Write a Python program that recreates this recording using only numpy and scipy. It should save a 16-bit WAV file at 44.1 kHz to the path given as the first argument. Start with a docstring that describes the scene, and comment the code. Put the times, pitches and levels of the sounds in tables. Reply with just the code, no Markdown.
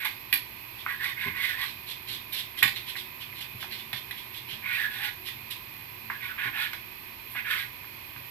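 """A small, hard-walled kitchen: a knife slices raw chicken on a wooden board.
The edge taps down, then sticks and slips to and fro on the wood. Wet meat squelches under the
fingers, slices slap down, and the board bumps the counter. An appliance hums under a steady hiss.
Two microphone ports colour the treble differently."""
import sys
import numpy as np
from scipy import signal
from scipy.fft import rfft, irfft
from scipy.io import wavfile

SR = 44100
rng = np.random.default_rng(int(sys.argv[2]) if len(sys.argv) > 2 else 0)


def to_wav(s):
    """Save 16-bit WAV."""
    ch = np.atleast_2d(s).T  # columns
    pcm = np.round(np.clip(ch, -1, 1) * 32767)  # PCM
    wavfile.write(sys.argv[1], SR, pcm.astype(np.int16))


N = 366030


def gain_of(db):
    """Decibels to amplitude."""
    return 10 ** (np.asarray(db) / 20)


def unit_rms(x):
    """Scales to rms 1."""
    return x / np.sqrt(np.mean(x ** 2) + 1e-20)


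def lookup(points, hz):
    """Interpolates a table on a log-frequency axis."""
    freq_hz, value = np.transpose(points)
    return np.interp(np.log(hz + 1), np.log(freq_hz + 1), value)


def tilt(hz, db_per_octave, pivot_hz):
    """Slope in dB about a pivot, flat in the bass."""
    return db_per_octave * np.log2(np.maximum(hz, 700) / pivot_hz)


def add(mix, start_s, sound):
    """Mixes a sound in at start_s."""
    part = mix[max(round(start_s * SR), 0):][:len(sound)]
    part += sound[:len(part)]


def coloured(x, gain_db, size=4096):
    """Minimum-phase filter; gain_db is a function of frequency."""
    hz = abs(np.fft.fftfreq(size, 1 / SR))
    log_gain = np.log(gain_of(np.maximum(gain_db(hz), -90)))
    impulse = np.fft.ifft(np.exp(np.conj(signal.hilbert(log_gain)))).real
    return signal.fftconvolve(x, impulse[:size // 2])[:len(x)]


def cut(x, order, cutoff_hz, kind="low"):
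    """Low-pass or high-pass filter."""
    return signal.sosfilt(signal.butter(order, cutoff_hz, kind, fs=SR, output="sos"), x)


def resonate(x, hz, width_hz, stages=1):
    """Unity-gain resonators in series; hz may be a curve."""
    turn = np.exp(2j * np.pi * np.cumsum(hz * np.ones(len(x))) / SR)
    radius = np.exp(-np.pi * width_hz / SR)
    for _ in range(stages):
        x = 2 * (turn * signal.lfilter([1 - radius], [1, -radius], x / turn)).real
    return x


def ring(modes):
    """Decaying modes of alternating sign; each contact weights and tunes them slightly differently."""
    t = np.arange(SR // 4) / SR
    hz, level_db, t60_s = np.transpose(modes)[:, :, None]
    weight, detune = rng.standard_normal((2, len(modes), 1))
    decay = gain_of(level_db + 1.5 * weight - 60 * t / t60_s)
    waves = decay * np.sin(2 * np.pi * hz * (1 + .01 * detune) * t)
    return (-1) ** np.arange(len(modes)) @ waves


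def clicks(samples, per_s, spread_db=3):
    """Random click train, many small and a few large."""
    size = gain_of(spread_db * np.minimum(rng.exponential(1, samples), 4))
    return unit_rms(size * rng.choice([-1, 1], samples) * (rng.random(samples) < per_s / SR))


def wander(t, per_s):
    """Random line of about unit size, per_s corners a second."""
    return np.interp(t * per_s, np.arange(len(t)), rng.standard_normal(len(t)))


# Diffuse field at the two ports: freq_hz, coherence
PORT_COHERENCE = [(40, 0.5), (120, 0.92), (300, 0.6), (650, 0.53), (1400, 0), (3000, 0)]
def diffuse(pair):
    """Makes two independent signals alike in the bass, as at two close ports."""
    a, b = rfft(pair)
    coherence = np.clip(lookup(PORT_COHERENCE, np.fft.rfftfreq(pair.shape[1], 1 / SR)), 0, 1)
    return irfft([coherence * a + np.sqrt(1 - coherence ** 2) * b, a], pair.shape[1])


# Room noise spectra: freq_hz, gain_db
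RUMBLE_SPECTRUM = [(15, -20), (25, -10), (43, -2), (70, -2), (108, 5), (152, -4), (223, -7.5), (269, -6),
                   (346, -3.5), (485, -12.5), (738, -10.5), (1000, -2), (1270, -6), (1400, -85),
                   (1820, -55), (3080, -120)]
HISS_SPECTRUM = [(820, -48.5), (1400, -12.5), (1780, -8.5), (2000, -3), (2250, -3.5), (2500, 3.5),
                 (2730, -7.5), (3250, -9), (3550, -9), (3760, -13.5), (4150, -9.5), (6410, -26.5),
                 (10800, -22), (12800, -1.5), (14200, -11.5)]
# Appliance hum: pitch_hz, stage_half_width_hz, level_db
HUM_TONES = [(96.2, 5.6, -71), (123.8, 3.2, -64), (219.6, 3.7, -66.5), (368.3, 2.3, -67.5), (998, 31, -60),
             (2670, 126, -59.5)]
def background(rumble_db=-52.5, hiss_db=-42):
    """Low room noise, fine hiss and the wavering hum of an appliance."""
    def port():
        rumble, hiss, drive = rng.standard_normal((3, N))
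        rumble = unit_rms(coloured(rumble, lambda f: lookup(RUMBLE_SPECTRUM, f)))
        hiss = unit_rms(coloured(hiss, lambda f: lookup(HISS_SPECTRUM, f)))
        hum = sum(gain_of(level_db) * unit_rms(resonate(drive, pitch_hz, 2 * half_width_hz, stages=2))
                  for pitch_hz, half_width_hz, level_db in HUM_TONES)
        return gain_of(rumble_db) * rumble + gain_of(hiss_db) * hiss + hum
    return diffuse(np.array([port(), port()]))


# Counter modes: pitch_hz, level_db, t60_s
COUNTER_MODES = [(99, -0.5, 0.12), (132, 5.5, 0.029), (179, -10.5, 0.18), (199, -3, 0.063),
                 (292.6, -5, 0.11), (392, -4, 0.08)]
# Board against counter: start_s, level_db, cutoff_hz
COUNTER_THUMPS = [(.329, -44, 700), (1.260, -36.5, 500), (1.272, -34.5, 300), (1.294, -50, 300),
                  (2.099, -49, 200), (2.628, -40, 500), (2.652, -40, 300), (3.545, -42, 89.5),
                  (3.933, -44.5, 130), (4.527, -46.5, 149), (6.453, -43, 400), (6.47, -44, 400),
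                  (8.161, -46.5, 130)]
def counter_thumps(gain_db=3.5):
    """A push through the board bumps the counter; a softer hand gives a lower cutoff."""
    out = np.zeros(N)
    for start_s, level_db, cutoff_hz in COUNTER_THUMPS:
        boom = cut(ring(COUNTER_MODES), 2, cutoff_hz)
        add(out, start_s, gain_of(level_db + gain_db) * boom / abs(boom).max())
    return out


# Bursting juice: freq_hz, gain_db
JUICE_SPECTRUM = [(1200, -24), (1550, -10.5), (2050, -1), (2500, -2), (3500, 2), (4400, -4), (6900, -22.5),
                  (7800, -16), (9700, -21), (11800, -5), (13300, -13.5), (14400, -32)]
# Meat pressed or peeled: start_s, length_s, rise_s, level_db, pocket_hz, tilt_db_per_octave
MEAT_SQUELCHES = [ (0.773, 0.043, .012, -47.5, 3400, -2), (1.645, 0.05, 0.026, -41.5, 3880, 0),
                  (1.859, 0.061, 0.031, -40, 3520, 0.5), (2.067, 0.085, 0.018, -39, 3570, 0.5),
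                  (2.319, 0.083, 0.0069, -36.5, 3460, 0.5), (2.568, 0.032, .008, -37, 3580, 1),
                  (2.75, 0.019, 0.011, -34.5, 3580, -2), (2.862, 0.042, 0.0093, -39.5, 3300, 0.5),
                  (2.956, 0.05, 0.014, -40.5, 3600, 1), (3.195, 0.032, 0.016, -44, 3100, -1),
                  (3.345, .045, 0.015, -46.5, 4030, 1), (3.394, 0.025, 0.017, -38.5, 3430, -0.5),
                  (3.593, 0.033, 0.01, -42.5, 3260, -0.5), (3.704, .05, 0.0084, -42.5, 4200, -2.5),
                  (3.775, 0.034, 0.016, -45.5, 3420, 1), (3.931, .055, 0.016, -44, 3420, -0.5),
                  (4.16, 0.034, 0.017, -44, 3560, -1), (4.329, 0.051, 0.012, -44, 3470, 0.5),
                  (4.472, 0.067, 0.026, -41, 3180, -2.5), (5.243, 0.045, 0.025, -39, 3630, 0.5),
                  (5.5, 0.02, .008, -38, 3600, 2), (7.276, 0.069, .035, -48.5, 3500, 16), ]
def meat_squelches(pops_per_s=1500, release_s=0.0086, pocket_octaves=0.083, pocket_db=-7, gain_db=-.5):
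    """Tiny films of juice burst and ring air pockets of changing size."""
    out = np.zeros(N)
    for start_s, length_s, rise_s, level_db, pocket_hz, db_per_octave in MEAT_SQUELCHES:
        t = np.arange(0, length_s + 5 * release_s, 1 / SR)
        squeeze = np.minimum(t / rise_s, 1) * np.exp(-np.maximum(t - length_s, 0) / release_s)
        pops = unit_rms(coloured(clicks(len(t), pops_per_s),
                                 lambda f: lookup(JUICE_SPECTRUM, f) + tilt(f, db_per_octave, pocket_hz)))
        pitch_hz = pocket_hz * 2 ** (pocket_octaves * wander(t, per_s=82))
        pockets = unit_rms(resonate(pops, pitch_hz, width_hz=450))
        crackle = unit_rms(pops + gain_of(pocket_db) * pockets)
        add(out, start_s, gain_of(level_db + gain_db) * squeeze * crackle)
    return out


# Board modes, low bending and higher, shared with the knife: pitch_hz, level_db, t60_s
BENDING_MODES = [(822.6, -9.5, 0.076), (1003, -6.5, 0.022), (1113, -1, 0.032)]
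BOARD_MODES = [(1468, -10.5, 0.15), (1642, 1.5, 0.035), (1728, 2.5, 0.027), (1894, -3.5, 0.064),
               (2150, -10, 0.056), (2526, -9, 0.085), (2680, -14, 0.03)]
# Wet smack: freq_hz, gain_db
SMACK_SPECTRUM = [(550, -32.5), (800, -30), (1020, -14), (1350, -16), (1820, 2.5), (2280, 3), (2800, -7),
                  (3700, -3), (6500, -31.5), (7800, -27.5), (9600, -30.5), (11700, -15), (13200, -14.5),
                  (14500, -38)]
# Meat lands or lets go: start_s, level_db, decay_s, tilt_db_per_octave
MEAT_SLAPS = [(.047, -22, 0.019, 4.5), (0.3275, -3.5, 0.0021, 2.5), (0.3343, -14, 0.0013, 7),
              (0.3392, -7.5, 0.0025, 18), (2.134, -44, 0.0036, 14), (2.329, -25, .008, 9),
              (2.574, -29.5, 0.0077, 3), (2.6253, -9, 0.0029, -2), (2.6280, 0, 0.0029, 1.5),
              (2.653, -29, 0.0013, 7), (2.677, -17, 0.008, 3), (3.724, -35, 0.012, 3),
              (3.930, -16.5, 0.0037, 2.5), (4.110, -23.5, 0.0047, 1.5), (5.286, -21.5, 0.0012, 2),
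              (5.5057, -31, 0.0048, 7), (6.733, -24.5, 0.007, 0.5)]
def meat_slaps(pivot_hz=2500, wood_db=-12, bending_db=-18, gain_db=-7):
    """A wet face lands in a short burst of splashes; the board rings under it."""
    out, t = np.zeros(N), np.arange(SR // 4) / SR
    for start_s, level_db, decay_s, db_per_octave in MEAT_SLAPS:
        burst = rng.choice([-1, 1], len(t)) * np.exp(-t / decay_s)
        smack = coloured(burst, lambda f: lookup(SMACK_SPECTRUM, f) + tilt(f, db_per_octave, pivot_hz))
        wood = gain_of(wood_db) * unit_rms(ring(BOARD_MODES))
        wood += gain_of(bending_db) * unit_rms(ring(BENDING_MODES))
        weight = gain_of(-2 * db_per_octave)  # light, bright smacks hardly move the wood
        add(out, start_s, gain_of(level_db + gain_db) * (unit_rms(smack) + weight * wood) * burst.std())
    return out


# Blade meets wood: start_s, level_db, centre_hz, octave_drop_db
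KNIFE_TAPS = [(.053, -22.5, 1700, 15), (0.8625, -17.5, 1550, 26), (1.056, -23, 1900, 32),
              (1.640, -28, 1400, 17), (2.953, -27, 1990, 70), (2.962, -28, 1820, 70),
              (3.326, -37, 1900, 72), (3.627, -23.5, 1750, 5), (3.642, -34, 1140, 11),
              (3.93, -36, 1020, 15), (4.108, -29.5, 1900, 80.5), (4.808, -34, 1950, 49),
              (6.1, -18.5, 1440, 19), (6.38, -27.5, 1710, 29), (6.7325, -22.5, 1900, 6.5),
              (7.352, -35, 1090, 16), (7.363, -28, 1740, 25), (7.844, -34.5, 1830, 19),
              (8.162, -31, 1750, 10)]
def knife_taps(wood_db=-11, bounces=4, bounce_s=0.001403, bounce_db=-3):
    """The edge settles in quick dead knocks; it stays down, so the board rings little."""
    out = np.zeros(N)
    for start_s, level_db, centre_hz, octave_drop_db in KNIFE_TAPS:
        wood = ring(BENDING_MODES + BOARD_MODES)
        add(out, start_s, gain_of(level_db + wood_db) * wood / abs(wood).max())
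        impulse = signal.unit_impulse(len(wood))
        knock = coloured(impulse, lambda f: -octave_drop_db * np.log2((f + 1) / centre_hz) ** 2)
        knock /= abs(knock).max()
        for k, late in enumerate(rng.random(bounces)):
            add(out, start_s + (k + .5 * late) * bounce_s, gain_of(level_db + k * bounce_db) * knock)
    return out


# Edge on wood: freq_hz, gain_db
SCRAPE_SPECTRUM = [(700, -42), (1280, -21), (1450, -5), (1900, -3.5), (2400, 2.5), (2750, -3.5),
                   (3600, 1.5), (4400, -9), (7000, -27.5), (8000, -20), (10000, -25), (12000, -7.5),
                   (13300, -10), (14400, -31)]
# One push or pull: start_s, length_s, level_db, fastest_fraction, hiss_db, groan_db,
# hardest_fraction, groan_hz, rasp_db, rasp_start_hz, rasp_end_hz
KNIFE_STROKES = [ (0.0, 0.061, -34, 0.1, -7, -18, 0.36, 1050, 2, 2370, 2190),
                 (0.044, 0.04, -30.5, 0.29, -3, -10.5, 0.65, 926, -1, 2180, 2090),
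                 (0.866, 0.092, -33, 0.34, -10.5, -13, .65, 1110, 6, 1880, 1790),
                 (0.989, 0.15, -33, 0.3, -4.5, -13, 0.53, 1100, 8, 1750, 2140),
                 (1.159, .16, -32, 0.44, -10.5, -12, 0.77, 990, 4.5, 2110, 2000),
                 (1.332, 0.24, -30.5, 0.41, -5.5, -15, 0.15, 1120, 5.5, 2030, 1890),
                 (1.533, 0.14, -34, 0.71, -5.5, -11.5, 0.59, 990, 9, 1830, 1950),
                 (4.618, 0.18, -30.5, 0.75, -9.5, -14.5, 0.28, 1090, 3, 2140, 2500),
                 (4.749, 0.13, -28.5, 0.49, -9.5, -22.5, 0.23, 895, 12.5, 1915, 1860),
                 (4.895, .14, -39, .35, -0.5, -9, 0.65, 835, 2, 1870, 1880),
                 (4.991, 0.11, -32.5, 0.54, -3, -11, 0.24, 835, -4, 1740, 2130),
                 (6.099, .07, -37, 0.15, -12, -13, .2, 1130, 10, 2030, 1730),
                 (6.197, 0.097, -37, 0.58, -8.5, -16, 0.66, 1080, 2, 2130, 2130),
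                 (6.282, 0.051, -36, 0.37, -12.5, -27, .5, 1080, 5, 1520, 1440),
                 (6.375, 0.13, -30.5, 0.46, -12.5, -8.5, 0.91, 960, -7, 1500, 2010),
                 (6.523, 0.17, -31.5, 0.46, -6.5, -12.5, 0.18, 915, -5, 1480, 1570),
                 (7.346, 0.064, -32.5, 0.39, -13.5, -23, .15, 1000, 1, 1790, 2120),
                 (7.443, 0.13, -29.5, 0.58, -8, -21, 0.3, 1100, -3.5, 1580, 1380),
                 (7.55, 0.11, -33.5, 0.15, -4, -21, 0.34, 1090, -1, 2310, 1950), ]
def knife_scrapes(slips_per_s=3500, split_hz=2800, press_s=0.052, light_press_db=-9.5,
                  drag_db=1.44, drag_per_s=58.6, waver_octaves=0.073, hiss_growth_db=8.5):
    """Stick-slip on wood: a rasp that moves with the contact point, fine hiss, a groan under pressure."""
    out = np.zeros(N)
    for (start_s, length_s, level_db, fastest_fraction, hiss_db, groan_db,
         hardest_fraction, groan_hz, rasp_db, rasp_start_hz, rasp_end_hz) in KNIFE_STROKES:
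        t = np.arange(0, length_s, 1 / SR)
        progress = t / length_s
        speed = np.sin(np.interp(progress, [0, fastest_fraction, 1], [0, np.pi / 2, np.pi]))
        press = np.exp(-((t - hardest_fraction * length_s) / press_s) ** 2)
        press = np.maximum(press, gain_of(light_press_db))
        drag, waver = wander(t, drag_per_s), wander(t, drag_per_s)
        rasp_hz = np.interp(progress, [0, 1], [rasp_start_hz, rasp_end_hz]) * 2 ** (waver_octaves * waver)

        slips, fine_slips, catches = (clicks(len(t), slips_per_s) for _ in range(3))
        dull = unit_rms(cut(coloured(slips, lambda f: lookup(SCRAPE_SPECTRUM, f)), 6, split_hz))
        hiss = coloured(fine_slips, lambda f: lookup(SCRAPE_SPECTRUM, f))
        hiss = unit_rms(cut(hiss, 6, split_hz, "high"))
        rasp = unit_rms(resonate(catches, rasp_hz, width_hz=280, stages=2))
        wood = unit_rms(signal.fftconvolve(catches, ring(BOARD_MODES))[:len(t)])
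        bending = signal.fftconvolve(catches, ring(BENDING_MODES))[:len(t)]
        groan = unit_rms(resonate(bending, groan_hz, width_hz=160))  # the contact favours one mode
        body = unit_rms(dull + gain_of(rasp_db) * rasp + gain_of(-2) * wood)

        sink_db = hiss_growth_db * (progress - .5)  # the edge sinks through the meat
        stroke = (gain_of(-1) * body * speed ** 0.56
                  + gain_of(hiss_db + sink_db) * hiss * speed ** 1.1
                  + gain_of(groan_db - 2) * groan * press * np.sqrt(speed))
        add(out, start_s, gain_of(level_db + drag_db * drag) * stroke)
    return out


# Reverberation: freq_hz, t60_s
KITCHEN_DECAY = [(150, 0.51), (1000, 0.23), (2500, 0.24), (6000, 0.3), (14000, 0.18)]
def kitchen(x, wet_db, echoes_per_s=3000, first_echo_s=0.00054):
    """Direct sound, slightly earlier at the left port, then dense echoes from counter and walls."""
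    shape = (2, SR // 2)
    echoes = rng.choice([-1., 1.], shape) * (rng.random(shape) < echoes_per_s / SR)
    hz, t, spectra = signal.stft(diffuse(echoes), SR, nperseg=256)
    decay = gain_of(-60 * t / lookup(KITCHEN_DECAY, hz)[:, None])
    tail = signal.istft(spectra * decay, SR, nperseg=256)[1]
    tail *= np.arange(tail.shape[1]) > first_echo_s * SR
    tail /= np.linalg.norm(tail, axis=1, keepdims=True)
    direct = np.array([x, np.roll(x, 4)])
    return direct + gain_of(wet_db) * signal.fftconvolve(x[None], tail, axes=1)[:, :N]


def scene():
    """Knife, meat and board in the kitchen, over the background."""
    return (kitchen(knife_scrapes(), wet_db=-1.5)
            + kitchen(meat_squelches(), wet_db=3.5)
            + kitchen(knife_taps(), wet_db=-3.5, first_echo_s=0.0042)
            + kitchen(meat_slaps(), wet_db=1.5)
            + kitchen(counter_thumps(), wet_db=-6.5)
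            + background())


# Port balance: freq_hz, left_over_right_db
PORT_BALANCE = [(700, 0), (1500, -3), (2000, -11.5), (3500, -13), (4300, -7), (6000, -17), (7200, 3),
                (8200, 42), (9600, -21), (11000, -5), (13000, -12.5)]
def record(dry, cutoff_hz=14450):
    """Treble peaks and notches for each port, soft clipping, then a low-pass."""
    ratio = gain_of(lookup(PORT_BALANCE, np.fft.rfftfreq(N, 1 / SR)))
    port_gains = np.array([ratio, np.ones_like(ratio)]) * np.sqrt(2 / (1 + ratio ** 2))
    clipped = np.tanh(irfft(rfft(dry) * port_gains, N))
    lowpass = signal.firwin(511, cutoff_hz, window=("kaiser", 9), fs=SR)
    return signal.oaconvolve(clipped, lowpass[None], "same")


dry = scene()
out = record(dry)
to_wav(out)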